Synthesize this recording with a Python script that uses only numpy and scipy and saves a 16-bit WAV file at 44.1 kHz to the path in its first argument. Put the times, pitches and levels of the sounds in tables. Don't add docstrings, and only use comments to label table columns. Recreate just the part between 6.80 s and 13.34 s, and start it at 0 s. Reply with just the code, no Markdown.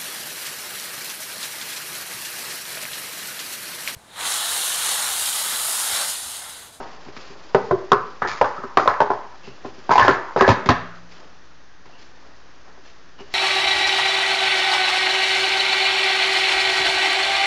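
import sys
import numpy as np
from scipy import signal
from scipy.fft import rfft, irfft
from scipy.io import wavfile
from scipy.ndimage import uniform_filter1d

SR = 44100
rng = np.random.default_rng(int(sys.argv[2]) if len(sys.argv) > 2 else 0)


def log_audio(samples):
    frames = np.atleast_2d(samples).T
    limited = np.clip(frames, -1, 1)
    pcm = np.round(limited * 32767).astype(np.int16)
    wavfile.write(sys.argv[1], SR, pcm)


def volts_from_decibels(level):
    exponent = np.asarray(level, float) / 20
    return 10 ** exponent


N = 288392


def evened(x):
    return x / np.sqrt(np.mean(x ** 2) + 1e-20)


def read(points, hz):
    f, value = np.transpose(points)
    return np.interp(np.log(hz + 1), np.log(f + 1), value)


def add(mix, s, sound):
    part = mix[round(s * SR):][:len(sound)]
    part += sound[:len(part)]


def filtered(x, points):
    gain = volts_from_decibels(read(points, np.fft.rfftfreq(len(x), 1 / SR)))
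    return evened(irfft(rfft(x) * gain, len(x)))


def coloured(count, points):
    return filtered(rng.standard_normal(count), points)


def resonate(x, hz, width_hz):
    turn = np.exp(2j * np.pi * np.cumsum(hz) / SR)
    r = np.exp(-np.pi * width_hz / SR)
    return 2 * (turn * signal.lfilter([1 - r], [1, -r], x / turn)).real


def swell(t, rise_s):
    return (1 - np.exp(-t / rise_s)) ** 2


def ringing(modes, t, luck, extra_db=0, detune=0, longest_s=2):
    hz, db, t60 = np.transpose(modes)[:, :, None]
    t60 = np.minimum(t60, longest_s)
    size, pitch, phase = luck[:len(modes)].T[:, :, None]
    level = volts_from_decibels(db + extra_db + 3 * size) * np.exp(-np.log(1000) * t / t60)
    waves = np.sin(2 * np.pi * hz * (1 + detune * pitch) * t + 2 * phase)
    x = (level * waves).sum(0)
    return x / abs(x).max()


# f/Hz, level/dB, T60/s
SHELL_MODES = [(427, 7.5, 0.15), (558, 6.5, 0.021), (577.4, 3.5, 0.15), (673, 0.5, 0.18),
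               (716, -22.5, 0.016), (811, 3, 0.039), (814, -6.5, 0.066), (894, -8, 0.075), (990, -9, 0.015),
               (995, 6.5, 0.18), (1173, -0.5, 0.028), (1230, 2.5, 0.019), (1304, -5, 0.12),
               (1341, 2, 0.033), (1540, 3.5, 0.03), (1578, 4, 0.017), (1740, -9.5, 0.058),
               (1812, -12, 0.027), (1976, -9, 0.12), (2200, -40.5, 0.02)]
# f/Hz, level/dB, T60/s
TABLE_RING = [(343.3, -6.5, 0.05), (364, -11, 0.15), (383.2, -2.5, 0.19), (399.6, -3.5, 0.066),
              (444, -20, 0.021)]
# f/Hz, level/dB, T60/s
TABLE_THUMP = [(81, -8, 0.035), (122, -1, 0.051), (120.4, -3.5, 0.22), (170, -3.5, 0.026),
               (196.4, -1.5, 0.096), (250.7, 2, 0.084)]


def blow(db, pop_hz, ring_db, thump_db, crack_db, nested, t, luck, grit):
    brief = t[:len(t) // 3]
    pop_s, rise_s, knock_db = (.03, .0016, -2) if nested else (.016, .0008, 8)
    knock = np.sin(2 * np.pi * 800 * brief) * volts_from_decibels(-60 * brief / 0.0052) * swell(brief, 0.0004)
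    pop = np.sin(2 * np.pi * pop_hz * brief) * volts_from_decibels(-60 * brief / pop_s) * swell(brief, rise_s)

    octaves = np.log2(np.array(SHELL_MODES)[:, :1] / pop_hz)
    near_db = -10 * np.log10(1 + (octaves / 0.46) ** 2)
    shell = ringing(SHELL_MODES, brief, luck, near_db, .03, .055) * swell(brief, .0007)

    ring = ringing(TABLE_RING, t, luck[20:], 0, .02, .095) * swell(t, .003)
    thump = ringing(TABLE_THUMP, t, luck[24:]) * swell(t, 0.0018)
    crack_decay = volts_from_decibels(-60 * t / 0.016) + volts_from_decibels(-8 - 60 * t / 0.1)
    crack = grit * crack_decay * swell(t, 0.00083)
    out = volts_from_decibels(ring_db - 4) * ring + volts_from_decibels(thump_db + 8.5) * thump + volts_from_decibels(crack_db + 1.5) * crack
    add(out, 0, volts_from_decibels(knock_db) * knock + volts_from_decibels(3.0) * pop + shell)
    return volts_from_decibels(db) * out


# t/s, blow level/dB, pop f/Hz, table share level/dB
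BUILDING = [(0.747, -0.5, 622, -6.5), (0.91, -6.5, 557, -1), (1.024, -29, 610, -9), (1.118, 4, 1062, -14),
            (1.42, -7.5, 1220, -12), (1.449, -11, 1300, -8), (1.472, -22.5, 1284, -10),
            (1.613, 1.5, 692, -25), (1.643, -7.5, 1110, -30), (1.708, -27, 1047, -17.5),
            (1.781, -24, 1230, -1.5), (1.837, -21, 1115, 0.5), (1.972, 5, 1097, -18),
            (1.997, -9, 1285, -29), (2.058, -15, 652, -37), (2.076, 0, 1030, -32), (2.101, -16, 907, -5),
            (2.181, -31.5, 970, -20), (2.204, -2, 944, -14), (2.214, -6, 512, -18), (2.229, -28, 940, -6),
            (2.264, -19, 861, -10), (2.303, -9, 917, -5), (2.316, -20, 900, -13), (2.335, -15.5, 894, -29)]
# t/s, blow level/dB, pop f/Hz, table share level/dB, crack level/dB
COLLAPSE = [(3.093, -7, 870, -4.5, -23), (3.108, 2.5, 938, -15.5, -30.5), (3.12, -4.5, 875, -24.5, -27),
            (3.131, -8.5, 995, -20, -28.5), (3.155, -5, 848, -25, -14.5), (3.179, 1, 996, -23, -18.5),
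            (3.196, -1, 936, -35.5, -18), (3.212, -9.5, 1040, -14.5, -15.5),
            (3.223, -6.5, 1740, -11.5, -38), (3.248, -10.5, 830, -6.5, -13.5), (3.28, 0, 1350, 0.5, -19),
            (3.291, -7, 1840, -18.5, -22.5), (3.309, -13, 634, -10, -16), (3.562, -5.5, 634, -8.5, -22),
            (3.574, -9.5, 583, -5.5, -24.5), (3.609, 0.5, 1070, -10, -16.5),
            (3.621, -11.5, 782, -19.5, -28), (3.647, -7.5, 1676, -23, -32)]
# t/s, blow level/dB, pop f/Hz, table share level/dB, crack level/dB
SQUARING = [
    (3.678, -5, 612, -5, -11.5),
    (3.689, -4, 848, -11, -13),
    (3.704, -12, 940, -10.5, -7),
    (3.714, -12, 894, -1, -26.5),
    (3.859, -20.5, 907, -1, -2),
    (3.889, 0, 1070, -14.5, -11),
    (3.904, -6.5, 673, -13.5, -22),
]
# t/s, blow level/dB, pop f/Hz, table share level/dB, crack level/dB
TOUCHES = [(0.003, -25.5, 736, -12, -28), (0.263, -39, 900, 5.5, -20), (0.284, -39, 710, 12, -4),
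           (0.365, -39.5, 1880, 4, 6), (0.498, -41.5, 1090, 7, -13), (2.64, -49, 910, 9, -2),
           (2.675, -34, 494, 6, -15), (2.848, -23, 566, 0.5, -26), (2.977, -46.5, 694.7, 10.5, -14),
           (4.321, -53, 1170, -16.5, 6.5), (4.367, -43, 1217, -19, -6), (5.056, -40.5, 825, -5.5, -3),
           (5.975, -38.5, 673, -12, -19), (6.389, -43.5, 710, -1, 1), (6.402, -42, 790, 13.5, -9)]


def landings():
    building = [(*row, -25 + 0.08 * row[1]) for row in BUILDING]
    kinds = [(building, -19.5), (COLLAPSE, -20), (SQUARING, -8.5), (TOUCHES, -12.5)]
    blows = []
    for rows, thump_db in kinds:
        for s, db, pop_hz, table_db, crack_db in rows:
            blows.append((s, db, pop_hz, table_db, thump_db + 0.72 * table_db, crack_db))
    return sorted(blows)


# f/Hz, level/dB
CRACK_COLOUR = [(1290, 0.5), (2200, 1.5), (2610, -3), (2910, -6), (3230, -6), (4920, -8.5), (7600, -24.5),
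                (9880, -68), (16700, -120)]
# from t/s, to t/s
NESTING = (3.1, 3.23)


def cups():
    out, t = np.zeros(N), np.arange(SR // 2) / SR
    blows = landings()
    luck = rng.standard_normal((len(blows), 30, 3))
    grit = coloured(N + SR, CRACK_COLOUR)
    for k, (s, *row) in enumerate(blows):
        nested = NESTING[0] < s < NESTING[1]
        add(out, s, blow(*row, nested, t, luck[k], grit[round(s * SR):][:len(t)]))
    return signal.sosfilt(signal.butter(2, 70, "high", fs=SR, output="sos"), out)


# f/Hz, level/dB
HISS_COLOUR = [(1350, -8.5), (2300, -1.5), (2920, -12), (5070, -9), (5690, -15.5), (6740, -15), (7600, -27),
               (9880, -61), (16700, -120)]
# t/s, length/s, scrape level/dB, air gap f/Hz, hiss re scrape level/dB
STROKES = [(0.0, 0.2, -36.5, 760, -22), (0.756, 0.37, -43, 936, -4), (1.132, 0.38, -51.5, 1300, -11.5),
           (1.416, 0.056, -29.5, 1280, -16), (1.466, 0.23, -30, 1150, -3), (1.635, .33, -30, 1085, -17),
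           (1.99, 0.16, -31, 1050, -4.5), (2.092, 0.15, -26, 970, -16.5), (2.208, 0.13, -36.5, 960, -13.5),
           (2.328, 0.24, -33, 880, -29), (3.113, 0.081, -36.5, 964, 9.5), (3.226, 0.14, -19.5, 988, -10),
           (3.29, .25, -25.5, 1020, -15), (3.575, 0.17, -25.5, 980, -10), (3.663, 0.096, -36, 920, 1),
           (3.754, 0.12, -28, 1290, -21), (3.896, .3, -34.5, 1320, -28), (5.06, 0.157, -48, 815, -18),
           (5.42, 0.057, -50, 870, -20)]
# t/s, hold/s, level/dB, f/Hz
RATTLES = [
    (1.423, .01, -21.5, 1750),
    (2.078, .012, -21.5, 1620),
    (3.18, 0.11, -19, 1685),
    (3.588, 0.12, -20.5, 1662),
    (3.894, 0.013, -19.5, 1713),
    (2.631, 0.043, -46, 2705),
    (5.124, .02, -51, 2800),
    (6.381, 0.014, -46.5, 2880),
]


def slides():
    out = np.zeros(N)
    tick_level = volts_from_decibels(4.5 * np.minimum(rng.exponential(1, N), 3))
    slips = rng.random((2, N)) < 3000 / SR
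    ticks = rng.standard_normal((2, N)) * tick_level * slips
    hiss = filtered(ticks[0], HISS_COLOUR)
    rim_hz = np.full(N, 1800.)
    chatter = evened(resonate(resonate(ticks[1], rim_hz, 450), rim_hz, 600))

    for s, length, db, gap_hz, bright_db in STROKES:
        t = np.arange(0, length, 1 / SR)
        scrape_db = db - 13.5 * t / length
        hiss_db = scrape_db + bright_db - 8.5 * t / length
        chatter_db = scrape_db + 0.46 * bright_db - 5
        at = slice(round(s * SR), round(s * SR) + len(t))
        hz = np.full(len(t), gap_hz)
        scrape = evened(resonate(resonate(ticks[0, at], hz, 570), hz, 570))
        stroke = volts_from_decibels(hiss_db - 0.5) * hiss[at]
        stroke += volts_from_decibels(scrape_db - 4.5) * scrape
        stroke += volts_from_decibels(chatter_db - 5.5) * chatter[at]
        add(out, s, stroke * signal.windows.tukey(len(t), .1))

    fall_db_per_s, tail_s = 229.5, 0.072
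    for s, hold, db, pitch_hz in RATTLES:
        t = np.arange(0, hold + tail_s, 1 / SR)
        hz = np.full(len(t), pitch_hz)
        hits = ticks[1, round(s * SR):][:len(t)]
        rattle = evened(resonate(resonate(hits, hz, 230), hz, 370))
        level = volts_from_decibels(db - fall_db_per_s * np.maximum(t - hold, 0) - 6.0)
        add(out, s, level * rattle * signal.windows.tukey(len(t), .15))
    return out


# t/s, level/dB, f/Hz, T60/s
THUDS = [
    (3.22, -21, 112, 0.22),
    (3.681, -12.5, 112, 0.18),
    (3.699, -8, 105.4, 0.098),
    (3.891, -8, 110, 0.083),
    (3.891, -12, 330, .08),
    (3.7, -15.5, 170, 0.077),
    (1.615, -26.5, 99, .15),
    (2.078, -27.5, 110, 0.13),
    (3.9, -42, 40, 0.43),
]
# f/Hz, level/dB, T60/s
FRAME_MODES = [(56, 4, .6), (110, 0.5, 1.13), (159, -7, 1.1), (173, 2.5, 1.5)]


def frame():
    out, t = np.zeros(N), np.arange(SR) / SR
    for s, db, hz, t60 in THUDS:
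        add(out, s, volts_from_decibels(db - 60 * t / t60) * np.sin(2 * np.pi * hz * t) * swell(t, 0.0014))
    hum = ringing(FRAME_MODES, t, np.zeros((4, 3))) * swell(t, .01)
    add(out, 3.9, volts_from_decibels(-27.5) * hum)
    return out


# t/s, level/dB
ECHOES = [(.004, -9.5), (.009, -6), (.013, -4.5), (.019, -14.5), (.027, -13.5)]
# f/Hz, T60/s
ROOM_DECAY = [(100, 0.32), (300, 0.5), (700, 0.44), (1300, 0.46), (2500, 0.57), (5000, 0.38)]


def room(x, wet_db=-8.5, echo_db=-5.0):
    out, t = x.copy(), np.arange(N) / SR
    for k, (s, db) in enumerate(ECHOES):
        add(out, s, (-1) ** k * volts_from_decibels(db + echo_db) * x)
    for k in range(3):
        taps = np.zeros(SR)
        at = np.arange(400, SR - 20, 20)
        taps[at + rng.integers(0, 20, len(at))] = rng.choice([-1., 1.], len(at))
        hz, when, z = signal.stft(taps, SR, nperseg=512)
        decay = volts_from_decibels(-60 * when / read(ROOM_DECAY, hz)[:, None])
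        tail = signal.istft(z * decay, SR, nperseg=512)[1]
        share = np.sqrt(2 / 3) * np.cos(2 * np.pi * (1.7 * t + k / 3))
        out += volts_from_decibels(wet_db) * signal.fftconvolve(x * share, tail / np.linalg.norm(tail))[:N]
    return out


# t/s, level/dB
BUSY = [(0, -47.5), (2.5, -53), (3.1, -48.5), (4.2, -55), (4.7, -59), (5.04, -73), (5.07, -56.5),
        (6.54, -57)]
# t/s, body level/dB, rustle level/dB
MOVES = [(0.012, -39, -54.5), (0.28, -46, -58), (0.38, -58, -43), (0.5, -65.5, -49), (2.65, -48, -48.5),
         (2.855, -44, -48.5), (4.16, -51, -53.5), (4.32, -68, -49.5), (4.4, -46, -52.5), (5.07, -56, -61),
         (5.2, -60, -50.5), (5.46, -50, -56), (5.88, -48, -66), (6.06, -52, -51), (6.41, -48, -51.5),
         (6.53, -54, -43.5)]


def stir():
    t = np.arange(N) / SR
    lumps = evened(uniform_filter1d(rng.standard_normal((2, N)), 600, axis=1))
    body_colour = [(90, -16.5), (130, -9.5), (400, -0.5), (1200, -4.0), (1900, -10), (2600, -37.5)]
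    rustle_colour = [(1500, -5), (2600, 0.0), (3800, -4.0), (5000, -1.5), (7000, -13.5)]
    body = volts_from_decibels(0.72 * lumps[0]) * coloured(N, body_colour)
    rustle = volts_from_decibels(1.8 * lumps[1]) * coloured(N, rustle_colour)
    body_db = np.interp(t, *np.transpose(BUSY))
    rustle_db = body_db - 3
    rise_db_per_s, fall_db_per_s = 296, 72
    for s, step_db, swing_db in MOVES:
        shape_db = np.minimum(rise_db_per_s * (t - s), fall_db_per_s * (s - t))
        body_db = np.maximum(body_db, step_db + shape_db)
        rustle_db = np.maximum(rustle_db, swing_db + shape_db)
    return volts_from_decibels(body_db) * body + volts_from_decibels(rustle_db) * rustle


# f/Hz, level/dB per Hz
AIR_COLOUR = [(18, -44), (30, -7.5), (65, -9.5), (149, -9), (198, -5), (222, -30), (255, -5), (436, -13),
              (1890, -10.5), (2070, -16.5), (2740, -19.5), (6330, -22), (7800, -43.5), (10100, -73.5),
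              (17200, -120)]
# f/Hz, level/dB
HUM = [(59.2, -61)]


def air():
    t = np.arange(N) / SR
    waver = volts_from_decibels(0.83 * evened(uniform_filter1d(rng.standard_normal(N), 6000)))
    hum = sum(np.sqrt(2) * volts_from_decibels(db) * np.sin(2 * np.pi * hz * t) for hz, db in HUM)
    return volts_from_decibels(-49 - 3.5) * coloured(N, AIR_COLOUR) + hum * waver


def scene():
    return (room(cups() + slides()) * volts_from_decibels(1.5) + frame() + stir() + air())[None]


def low_pass(x):
    return signal.sosfilt(signal.butter(12, 16100, fs=SR, output="sos"), x)


def record(dry):
    thin = signal.lfilter(*signal.butter(1, 25, "high", fs=SR), dry)
    over = np.clip(thin, -.69, .71)
    lowpass = signal.firwin(301, 7450, window=("kaiser", 11), fs=SR)
    narrow = signal.oaconvolve(over, lowpass[None], "same")
    finished = np.clip(narrow, -.695, .72) - .0117
    return low_pass(finished)


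dry = scene()
out = record(dry)
log_audio(out)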